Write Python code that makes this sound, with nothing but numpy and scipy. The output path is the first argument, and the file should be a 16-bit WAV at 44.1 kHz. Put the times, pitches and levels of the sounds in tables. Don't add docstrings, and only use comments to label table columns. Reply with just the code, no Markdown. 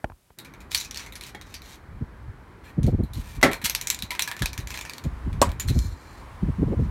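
import sys
import numpy as np
from scipy import signal
from scipy.fft import rfft, irfft, next_fast_len
from scipy.io import wavfile

SR = 44100
rng = np.random.default_rng(int(sys.argv[2]) if len(sys.argv) > 2 else 0)


def to_wav(s):
    ch = np.atleast_2d(s).T
    pcm = np.round(np.clip(ch, -1, 1) * 32767)
    wavfile.write(sys.argv[1], SR, pcm.astype(np.int16))


N = 304545
TIME = np.arange(N) / SR


CLACKS = [(0.387, -43, 3880, -1, -8.5), (0.4477, -51.5, 2360, 7, 2.5), (0.5378, -56.5, 2270, -2, 5.5),
          (0.6042, -53.5, 2420, 4, -0.5), (0.7168, -37, 3830, -6, -4.5), (0.7472, -21, 4410, -1, -9),
          (0.766, -35, 4480, 0, -13), (0.7761, -32, 5940, 3, -16), (0.8008, -33, 3970, 4, -14),
          (0.8115, -38, 4030, -12, -8), (0.9101, -37.5, 5850, -2, -9.5), (0.9449, -39, 4360, -3, -11),
          (0.9597, -41.5, 4300, -5, -3), (0.973, -34, 4370, -3.5, -11.5), (0.9948, -41.5, 5740, 5, -3),
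          (1.0623, -48, 2100, 3, 2.5), (1.1235, -47, 3820, 3, -2), (1.1546, -41.5, 10600, 2, -4.5),
          (1.2102, -43, 4000, -4, -3.5), (1.2367, -44, 3940, -10, -6.5), (1.4128, -47, 3850, 0, -2.5),
          (1.541, -39, 4570, 3, -6), (1.619, -49.5, 3980, -3, -6), (2.831, -46, 9840, 2, -7),
          (2.8653, -47.5, 4260, 2, -7), (3.0359, -54.5, 4100, 7, -12), (3.134, -45.5, 4340, 9, -11),
          (3.4138, -46.5, 4000, 0, 3.5), (3.514, -41, 7000, 5, 5.5), (3.532, -35.5, 4225, -1.5, 2),
          (3.6154, -47.5, 4100, 15, 4.5), (3.6971, -27.5, 12400, -4, -6.5), (3.7495, -26, 11500, -5, -5),
          (3.8125, -33.5, 3930, -2.5, -6.5), (3.8715, -28.5, 7000, -3.5, -9), (3.9014, -22, 7550, -4, -10),
          (3.946, -35, 7140, -5, -11), (3.9898, -39.5, 3970, -3, -10), (4.023, -31.5, 3970, -4.5, -9.5),
          (4.106, -33.5, 2050, 6, 2.5), (4.1507, -44, 1640, -2, 3.5), (4.1939, -26, 4020, -3, -1.5),
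          (4.2219, -26, 5820, -4.5, -10), (4.276, -35.5, 1680, 2, 2.5), (4.3142, -37.5, 1790, -4, 4),
          (4.3659, -45.5, 1740, -2, 1), (4.4207, -31, 1690, -2.5, 1), (4.4581, -29, 2520, -6, -2),
          (4.5314, -41.5, 1750, -2, -2.5), (4.5774, -38, 1780, -1, -1.5), (4.6725, -41, 7200, -4, -3),
          (4.7048, -40, 2550, 1, 0), (4.7741, -41.5, 2430, -9, 1), (4.79, -45.5, 2490, -14, 4),
          (4.811, -38.5, 7110, -3, -2.5), (4.851, -44.5, 1810, 1, 3.5), (4.8961, -39, 4550, -4, -2.5),
          (4.935, -42.5, 4560, -5, -5), (4.9817, -43, 4450, -7, -6), (5.0391, -47, 6900, 2, -4),
          (5.3287, -53.5, 2365, 0, 1), (5.491, -49.5, 2270, 0, 2), (5.517, -48.5, 1830, -5, -1),
          (5.598, -30, 7050, 4, -8.5), (5.6854, -35.5, 3922, 1.5, -4.5), (5.7898, -37.5, 7120, -9, -15)]
# start t/s, end t/s, mean level/dB before tone, body/dB
RATTLES = [(0.822, .86, -42, -5), (1.252, 1.29, -46.5, -8), (3.777, 3.8, -57, 7), (4.382, 4.41, -44.5, 0),
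           (4.587, 4.65, -47.5, -7), (4.718, 4.76, -42, 1)]
# t/s, length/s, level/dB before tone, ring of the shell/dB, body/dB
ROLLS = [(0.699, 0.1, -40.5, -19, -7), (.755, 0.12, -45, -27, -9), (0.938, 0.13, -49.5, -20, -0.5),
         (1.201, 0.12, -51, -21, -2), (1.443, 0.11, -58.5, -12, -4), (1.619, 0.16, -52, -25, -5),
         (2.625, .1, -61, -9, 7), (2.839, 0.091, -63.5, -3, -4), (3.137, 0.095, -53, -17, -3),
         (3.202, .2, -55, -9, 0), (3.638, 0.034, -25.5, -29, -4.5), (3.699, 0.31, -57, -10, 5.5),
         (4.668, 0.12, -51, -3, -3), (4.741, 0.071, -45, -2, -2), (4.841, 0.184, -56.5, -6, -1),
         (5.671, 0.039, -38.5, 5, -19), (5.707, 0.2, -47.5, 2, -11.5), (5.799, 0.17, -56.5, 3, -11),
         (5.899, 0.37, -60.5, 2, -4), (6.778, .1, -65, -7, -5)]
CAN_BANDS_HZ = [600, 1400, 3000, 8000, 16000]
CAN_TONE = [(-9.5, 1.46), (-0.5, 1), (-1.5, 0), (-6.5, 0)]
CAN_BODY = [(960, 132, 9), (1670, 130, 0), (2374, 570, 4.5), (3880, 1300, 6), (5940, 1400, 4),
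            (7090, 510, 1.5), (10400, 600, -7.5), (11500, 1300, 2), (13000, 390, -10)]
CAN_MODES = [(1700, 1, 0.041), (1856, -5, 0.18), (2329, -5.5, 0.12), (4000, -20, 0.091),
             (4120, -7.5, 0.062), (4330, -4.5, 0.022), (7100, -9, .035)]
# t/s, level/dB
TREBLE = [(.4, 3), (.72, -2), (.95, -7), (1.15, 1.5), (1.45, -3), (3.1, 2.5), (3.65, 3.5), (4.0, -2),
          (4.2, 1), (4.9, -2), (5.6, -0.5), (5.8, -4)]

BLOW_BANDS_HZ = [130, 700, 1400, 3000, 8000, 16000]
KNOCKS = [(1.3475, -49, 850, -3, 5.5), (3.4283, -17.5, 2045, 3, -2.5), (3.4362, -35, 574, 3, 16)]
KNOCK_TONE = [(-0.5, 1.3), (-2, 0.85), (4.5, .5), (-3.5, .5), (-12, 0.5)]
KNOCK_BODY = [(775, 190, -0.5), (2430, 470, 2.5), (2980, 240, -12.5)]
KNOCK_MODES = [(246, 5, 0.2), (281.7, -1, 0.29), (355, 1, 0.49), (400, 14, 0.3), (542, -13, 0.24),
               (590, -28, 0.11), (656, -3.5, 0.65), (929, 8, 0.38), (1120, 0.5, 0.48), (1333, 15, .25),
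               (1900, -15, 0.62), (1943, 3.5, 0.18), (2033, -4.5, 0.37), (2210, 12, 0.19), (2365, -5, 0.4),
               (2600, -2.5, 0.59), (3270, 5, 0.96), (4300, 9, 0.42)]

POPS = [(5.4161, -16, 559, -5.5, 0.5), (5.4238, -25.5, 1190, -4.5, 14)]
CAP_TONE = [(0, 0), (-5, 1), (-16, 0.78), (-6.5, 0), (-14, 0.5)]
CAP_BODY = [(234, 130, 4), (430, 130, -2.5), (1370, 110, -7), (7800, 1700, 7), (10600, 660, -4),
            (13300, 4000, -4)]
CAP_MODES = [(322, -14, 0.076), (573, -9.5, 0.033), (630, -1.5, 0.036), (760, -16, 0.043), (966, -3, 0.12),
             (1100, 0, 0.054), (1580, -4, 0.041)]

BUMPS = [(.0425, -27, 218, -28, 0), (.099, -46.5, 900, -17, 7), (.119, -54, 950, -34, 16.5),
         (.303, -56, 600, -29, 6)]
BUMP_BANDS_HZ = [40, 150, 700, 1400, 3000, 8000]
HOUSING_TONE = [(-5, 1), (-1.5, -0.5), (-6.5, 0.5), (-10.5, 0), (-26.5, 0)]
HOUSING_BODY = [(13000, 18000, -22), (1300, 250, -3.5)]
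HOUSING_MODES = [(65, 0, 0.082)]

# t/s, level/dB before the rumble gain, extra level of the upper (flap) band/dB
BUFFETS = [(2.024, -26, 3), (2.287, -31.5, -18), (2.79, -19, 0.5), (2.851, -17.5, -5.5), (2.887, -22, 11.5),
           (2.944, -19.5, 1.5), (3.002, -22.5, 8.5), (3.04, -25, 4), (3.185, -27, 1.5), (3.379, -28.5, 0.5),
           (3.645, -35, 12.5), (4.038, -34.5, 3), (4.426, -22.5, -1), (4.598, -29, 2.5), (5.062, -25, 3),
           (5.478, -22, -17), (5.712, -20, -1), (5.761, -22, 0.5), (6.434, -20.5, -0.5), (6.491, -20, 1),
           (6.599, -21.5, -2.5), (6.631, -21.5, 14.5), (6.688, -31, 17.5), (6.73, -32.5, 28.5),
           (6.776, -25.5, -1), (6.798, -24, 9.5), (6.822, -21, -1)]
# start t/s, length/s, level/dB before the eddy and rumble gains
GUSTS = [(1.895, 0.093, -40), (2.16, .2, -46.5), (2.781, .25, -28), (3.081, 0.1, -39.5), (4.42, .23, -41),
         (5.027, 0.11, -34), (5.239, .26, -29), (5.649, 0.15, -26), (5.824, 0.1, -34.5),
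         (6.419, 0.1, -33.5), (6.584, 0.29, -31)]
WIND_BANDS_HZ = [25, 250, 900]
# f/Hz, relative level/dB per Hz
EDDY = [(15, -19), (35, -8.5), (60, -5.5), (140, -3.5), (250, -7.5), (500, -23), (750, -34.5), (1200, -58),
        (2500, -67), (16000, -125)]
# t/s, level/dB
BREEZE = [(.4, -66), (.52, -48.5), (2.1, -47.5), (2.7, -49.5), (3.2, -38.5), (4.45, -53), (4.7, -42.5),
          (5.0, -53), (5.3, -36), (5.8, -32.5), (5.99, -51.5), (6.3, -41.5), (6.9, -30)]
# f/Hz, relative level/dB per Hz
BREEZE_COLOUR = [(15, -33.5), (35, 0.5), (60, 4.5), (110, -5), (200, -16.5), (400, -32.5), (1000, -70.5)]

# f/Hz, t60/s
YARD_T60 = [(200, 0.24), (1000, 0.23), (2100, 0.24), (4000, 0.15), (8000, 0.14), (15000, 0.13)]
# f/Hz, relative level/dB per Hz
AIR = [(59, -35.5), (100, -1.5), (335, -5.5), (634, -14), (1520, -12.5), (2080, -17), (2320, -20),
       (2470, -23), (2750, -36), (3050, -28), (3540, -34.5), (4020, -31), (5650, -40), (6560, -56),
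       (16000, -60)]
# t/s, level/dB
AIR_LEVEL = [(0, -56.5), (.08, -68), (.16, -78), (.365, -75), (.385, -50), (1.5, -51.5), (2.5, -51.5),
             (3.3, -52), (5.2, -48.5), (6.2, -50), (6.9, -49)]
# t/s, level/dB
TYRES = [(0, -102), (.37, -102), (.5, -61.5), (4.5, -55), (5.2, -50.5), (5.9, -56), (6.25, -49), (6.5, -50),
         (6.9, -51)]
# f/Hz, relative level/dB per Hz
TYRE_COLOUR = [(200, -13.5), (700, -7), (1020, 0.5), (1400, -11), (2500, -16), (5000, -26), (10000, -29.5),
               (16000, -38)]
# t/s, level/dB
HISS_LEVEL = [(0, -64.5), (.33, -64), (.37, -68.5), (6.9, -81)]
# f/Hz, relative level/dB per Hz
HISS = [(100, 20), (400, 10), (2000, 2.5), (6000, -0.5), (12000, 1), (16000, -6)]

BLOW_S, LEVEL_S = .24, .02
RING_FADE_S = .11
RATTLE_GAP_S, RATTLE_SPREAD_DB, RATTLE_TAIL_DB = .04, 1.5, 2.5
RATTLE_LOW_HZ, RATTLE_HIGH_HZ = 1850, 5800
TREBLE_HZ = 8000
GUST_ATTACK_S, GUST_RELEASE_S, GUST_RUMBLE_DB = 0.0092, 0.041, -4
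EDDY_GAP_S, EDDY_SPREAD_DB, EDDY_DB = .04, 4.5, -1
FLAP_AT_FULL_SCALE_DB, FLAP_GROWTH = 1, 1.679
CUTOFF_HZ = 16000


def ball_clacks():
    return blows(list(CLACKS) + rattle_clacks(), CAN_BANDS_HZ, CAN_TONE, CAN_MODES, CAN_BODY,
                 favour_db=10.5, favour_q=9.5, scatter_db=3.5, crack_s=0.001, ring_db=-14.0,
                 echo_s=0.0098, echo_db=-8.0, resonance_spread=0.021)


def rattle_clacks():
    rows = []
    for start, end, db, body_db in RATTLES:
        for s, size, point in loose_beat(start, end, RATTLE_GAP_S):
            hz = RATTLE_LOW_HZ * (RATTLE_HIGH_HZ / RATTLE_LOW_HZ) ** point
            rows.append((s, db + RATTLE_SPREAD_DB * size, hz, RATTLE_TAIL_DB, body_db))
    return rows


def rolls_and_rustles(ticks_per_s, spread_db, wet_db):
    out = np.zeros(N)
    for (s, length, level_db, ring_db, body_db), tail in zip(ROLLS, yard_tails(len(ROLLS))):
        n = int(length * SR)
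        chance = rng.random((3, SR))[:, :n]
        sizes = from_db(spread_db * np.minimum(-np.log(1 - chance[0]), 3)) * np.sign(chance[1] - .5)
        ticks = sizes * (chance[2] < ticks_per_s / SR) * signal.windows.tukey(n, .5)
        ring = from_db(ring_db) * shell(CAN_MODES, TIME[:len(tail)], 0.91)
        x = signal.fftconvolve(ticks, from_db(wet_db) * unit(tail) + ring)
        x[:n] += ticks
        x = through(x, CAN_BODY, CAN_BANDS_HZ[0])
        band_db = band_levels(CAN_TONE, level_db, body_db)
        add(out, s, voiced(x, CAN_BANDS_HZ, band_db, length, length))
    return out


def can_treble(x):
    hz = np.arange(N // 2 + 1) * SR / N
    treble = irfft(rfft(x) * (1 - 1 / (1 + (hz / TREBLE_HZ) ** 12)), N)
    return x + (level(TREBLE) - 1) * treble


def hollow_knock():
    return blows(KNOCKS, BLOW_BANDS_HZ, KNOCK_TONE, KNOCK_MODES, KNOCK_BODY,
                 favour_db=10.0, favour_q=6.8, scatter_db=7.5, crack_s=0.0056, ring_db=-10.0,
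                 echo_s=0.0041, echo_db=-13.0)


def cap_pop():
    return blows(POPS, BLOW_BANDS_HZ, CAP_TONE, CAP_MODES, CAP_BODY,
                 favour_db=5.5, favour_q=4.5, scatter_db=2, crack_s=0.0012, ring_db=-1.5,
                 echo_s=.004, echo_db=0.5)


def microphone_bumps():
    return blows(BUMPS, BUMP_BANDS_HZ, HOUSING_TONE, HOUSING_MODES, HOUSING_BODY,
                 favour_db=1.0, favour_q=1.4, scatter_db=1.5, crack_s=0.0024, ring_db=-8.5,
                 echo_s=0.01, echo_db=0)


def wind_eddies(width_s, lead_s, rumble_db):
    out, t = np.zeros(N), TIME[:int(BLOW_S * SR / 2)]
    centre = t.mean() / 2
    swell = np.exp(-.5 * ((t - centre) / width_s) ** 2)
    for s, level_db, flap_db in list(BUFFETS) + small_eddies():
        band_db = [level_db + rumble_db, FLAP_AT_FULL_SCALE_DB + FLAP_GROWTH * level_db + flap_db]
        eddy = coloured(rng.standard_normal(len(t)) * swell, lambda hz: at_hz(EDDY, hz))
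        add(out, s - centre - lead_s, voiced(eddy, WIND_BANDS_HZ, band_db, t[-1], LEVEL_S))
    return out


def small_eddies():
    return [(s, db + EDDY_DB + EDDY_SPREAD_DB * size, 0)
            for start, length, db in GUSTS
            for s, size, _ in loose_beat(start, start + length, EDDY_GAP_S)]


def breeze():
    fade_in = np.clip((TIME - .37) / .1, 0, 1)
    strength = level(BREEZE) + from_db(GUST_RUMBLE_DB) * gusting()
    return strength * fade_in * noise(BREEZE_COLOUR, N)


def gusting():
    gain = np.zeros(N)
    for s, length, db in GUSTS:
        corners = np.cumsum([s, GUST_ATTACK_S, max(length - GUST_ATTACK_S, 0), GUST_RELEASE_S])
        gain += from_db(db) * np.interp(TIME, corners, [0, 1, 1, 0])
    return gain


def outdoors():
    return level(AIR_LEVEL) * noise(AIR, N) + level(TYRES) * noise(TYRE_COLOUR, N)


def microphone_hiss():
    return level(HISS_LEVEL) * noise(HISS, N)


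def blows(rows, edges, tone, modes, body, favour_db, favour_q, scatter_db, crack_s, ring_db,
          echo_s, echo_db, resonance_spread=0):
    out, t = np.zeros(N), TIME[:int(BLOW_S * SR)]
    for (s, level_db, hz, tail_db, body_db), tail in zip(rows, yard_tails(len(rows))):
        crack = unit(rng.standard_normal(len(t)) * np.exp(-t / crack_s) * (1 - np.exp(-t / 0.00047)))
        delay_s = echo_s * (1 + rng.uniform(-0.34, 0.33))
        echo = from_db(echo_db) * np.interp(t - delay_s, t, crack, left=0)
        ring = from_db(ring_db) * shell(modes, t, scatter_db)
        x = crack + from_db(tail_db) * (unit(tail) + ring + echo)
        driven = [(f * (1 + rng.normal(0, resonance_spread)), width, db + rng.normal(0, scatter_db))
                  for f, width, db in body]
        driven.append((hz, hz / favour_q, favour_db))
        x = through(x, driven, edges[0])
        add(out, s, voiced(x, edges, band_levels(tone, level_db, body_db), LEVEL_S, LEVEL_S))
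    return out


def shell(modes, t, scatter_db):
    hz, mode_db, t60 = np.transpose(modes)
    decay = np.exp(-np.log(1000) * t / t60[:, None] - (t / RING_FADE_S) ** 2)
    sines = np.sin(2 * np.pi * hz[:, None] * t) * decay
    strengths = from_db(mode_db + rng.normal(0, scatter_db, len(hz))) * rng.choice([-1, 1], len(hz))
    return unit(strengths @ sines)


def through(x, body, low_hz):
    def gain_db(hz):
        peaks = sum(db / (1 + (2 * (hz - f) / width) ** 2) for f, width, db in body)
        ends = (1 + (low_hz / (hz + 10)) ** 4) * (1 + (hz / 13800) ** 18)
        return peaks - 10 * np.log10(ends)
    return coloured(x, gain_db)


def band_levels(tone, level_db, body_db):
    db, share = np.transpose(tone)
    return level_db + db + share * body_db


def voiced(x, edges, band_db, span_s, over_s):
    size = 8192
    for _ in range(2):
        head = x[:int(span_s * SR)]
        n = max(size, len(head))
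        power = np.abs(rfft(head, n)) ** 2 * 2 / (n * over_s * SR)
        have = np.histogram(np.arange(len(power)) * SR / n, edges, weights=power)[0]
        change = np.asarray(band_db) - 10 * np.log10(have + 1e-20)
        centres = np.sqrt(np.multiply(edges[:-1], edges[1:]))
        x = coloured(x, lambda hz: at_hz(np.c_[centres, change], hz))
    return x


def yard_tails(count):
    t = TIME[:int(BLOW_S * SR)]
    white = rfft(rng.standard_normal((count, len(t))))
    hz = np.arange(white.shape[1]) / BLOW_S
    edges = np.r_[0, np.geomspace(500, SR / 2, 8)]
    tails = 0
    for low, high in zip(edges, edges[1:]):
        fade = np.exp(-np.log(1000) * t / at_hz(YARD_T60, (low + high) / 2))
        tails = tails + irfft(white * ((hz >= low) & (hz < high)), len(t)) * fade
    return tails * (1 - np.exp(-t / 0.00038))


def loose_beat(start, end, gap_s):
    chance = rng.random((40, 2))
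    size = rng.standard_normal(40)
    s = start + gap_s * (np.arange(40) + chance[:, 0])
    return np.c_[s, size, chance[:, 1]][s < end]


def noise(colour, size):
    return rms_one(coloured(rng.standard_normal(size), lambda hz: at_hz(colour, hz)))


def coloured(x, db_at):
    n = 2 * next_fast_len(len(x))
    cepstrum = irfft(np.log(from_db(db_at(np.arange(n // 2 + 1) * SR / n))), n)
    cepstrum[1:n // 2] *= 2
    cepstrum[n // 2 + 1:] = 0
    return irfft(rfft(x, n) * np.exp(rfft(cepstrum)), n)[:len(x)]


def at_hz(points, hz):
    f, value = np.transpose(points)
    return np.interp(np.log(hz + 1), np.log(f), value)


def level(rows):
    return from_db(np.interp(TIME, *np.transpose(rows)))


def from_db(db):
    return 10 ** (np.asarray(db) / 20)


def rms_one(x):
    return x / np.sqrt(np.mean(x ** 2) + 1e-20)


def unit(x):
    return x / np.sqrt(np.sum(x ** 2) + 1e-20)


def add(out, s, x):
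    i = max(round(s * SR), 0)
    out[i:i + len(x)] += x[:max(N - i, 0)]


def scene():
    can = can_treble(ball_clacks() + rolls_and_rustles(ticks_per_s=1700, spread_db=3, wet_db=-4.5))
    close_by = hollow_knock() + cap_pop()
    wind = wind_eddies(width_s=0.0086, lead_s=0.00179, rumble_db=2.5) + breeze()
    at_microphone = microphone_bumps() + wind + microphone_hiss()
    return (can + close_by + at_microphone + outdoors())[None]


def record(dry):
    bass = signal.butter(5, 36, "high", fs=SR, output="sos")
    top = signal.ellip(10, .1, 80, CUTOFF_HZ, fs=SR, output="sos")
    clipped = np.clip(signal.sosfilt(bass, dry), -1, 1)
    return signal.sosfilt(top, clipped)


dry = scene()
out = record(dry)
to_wav(out)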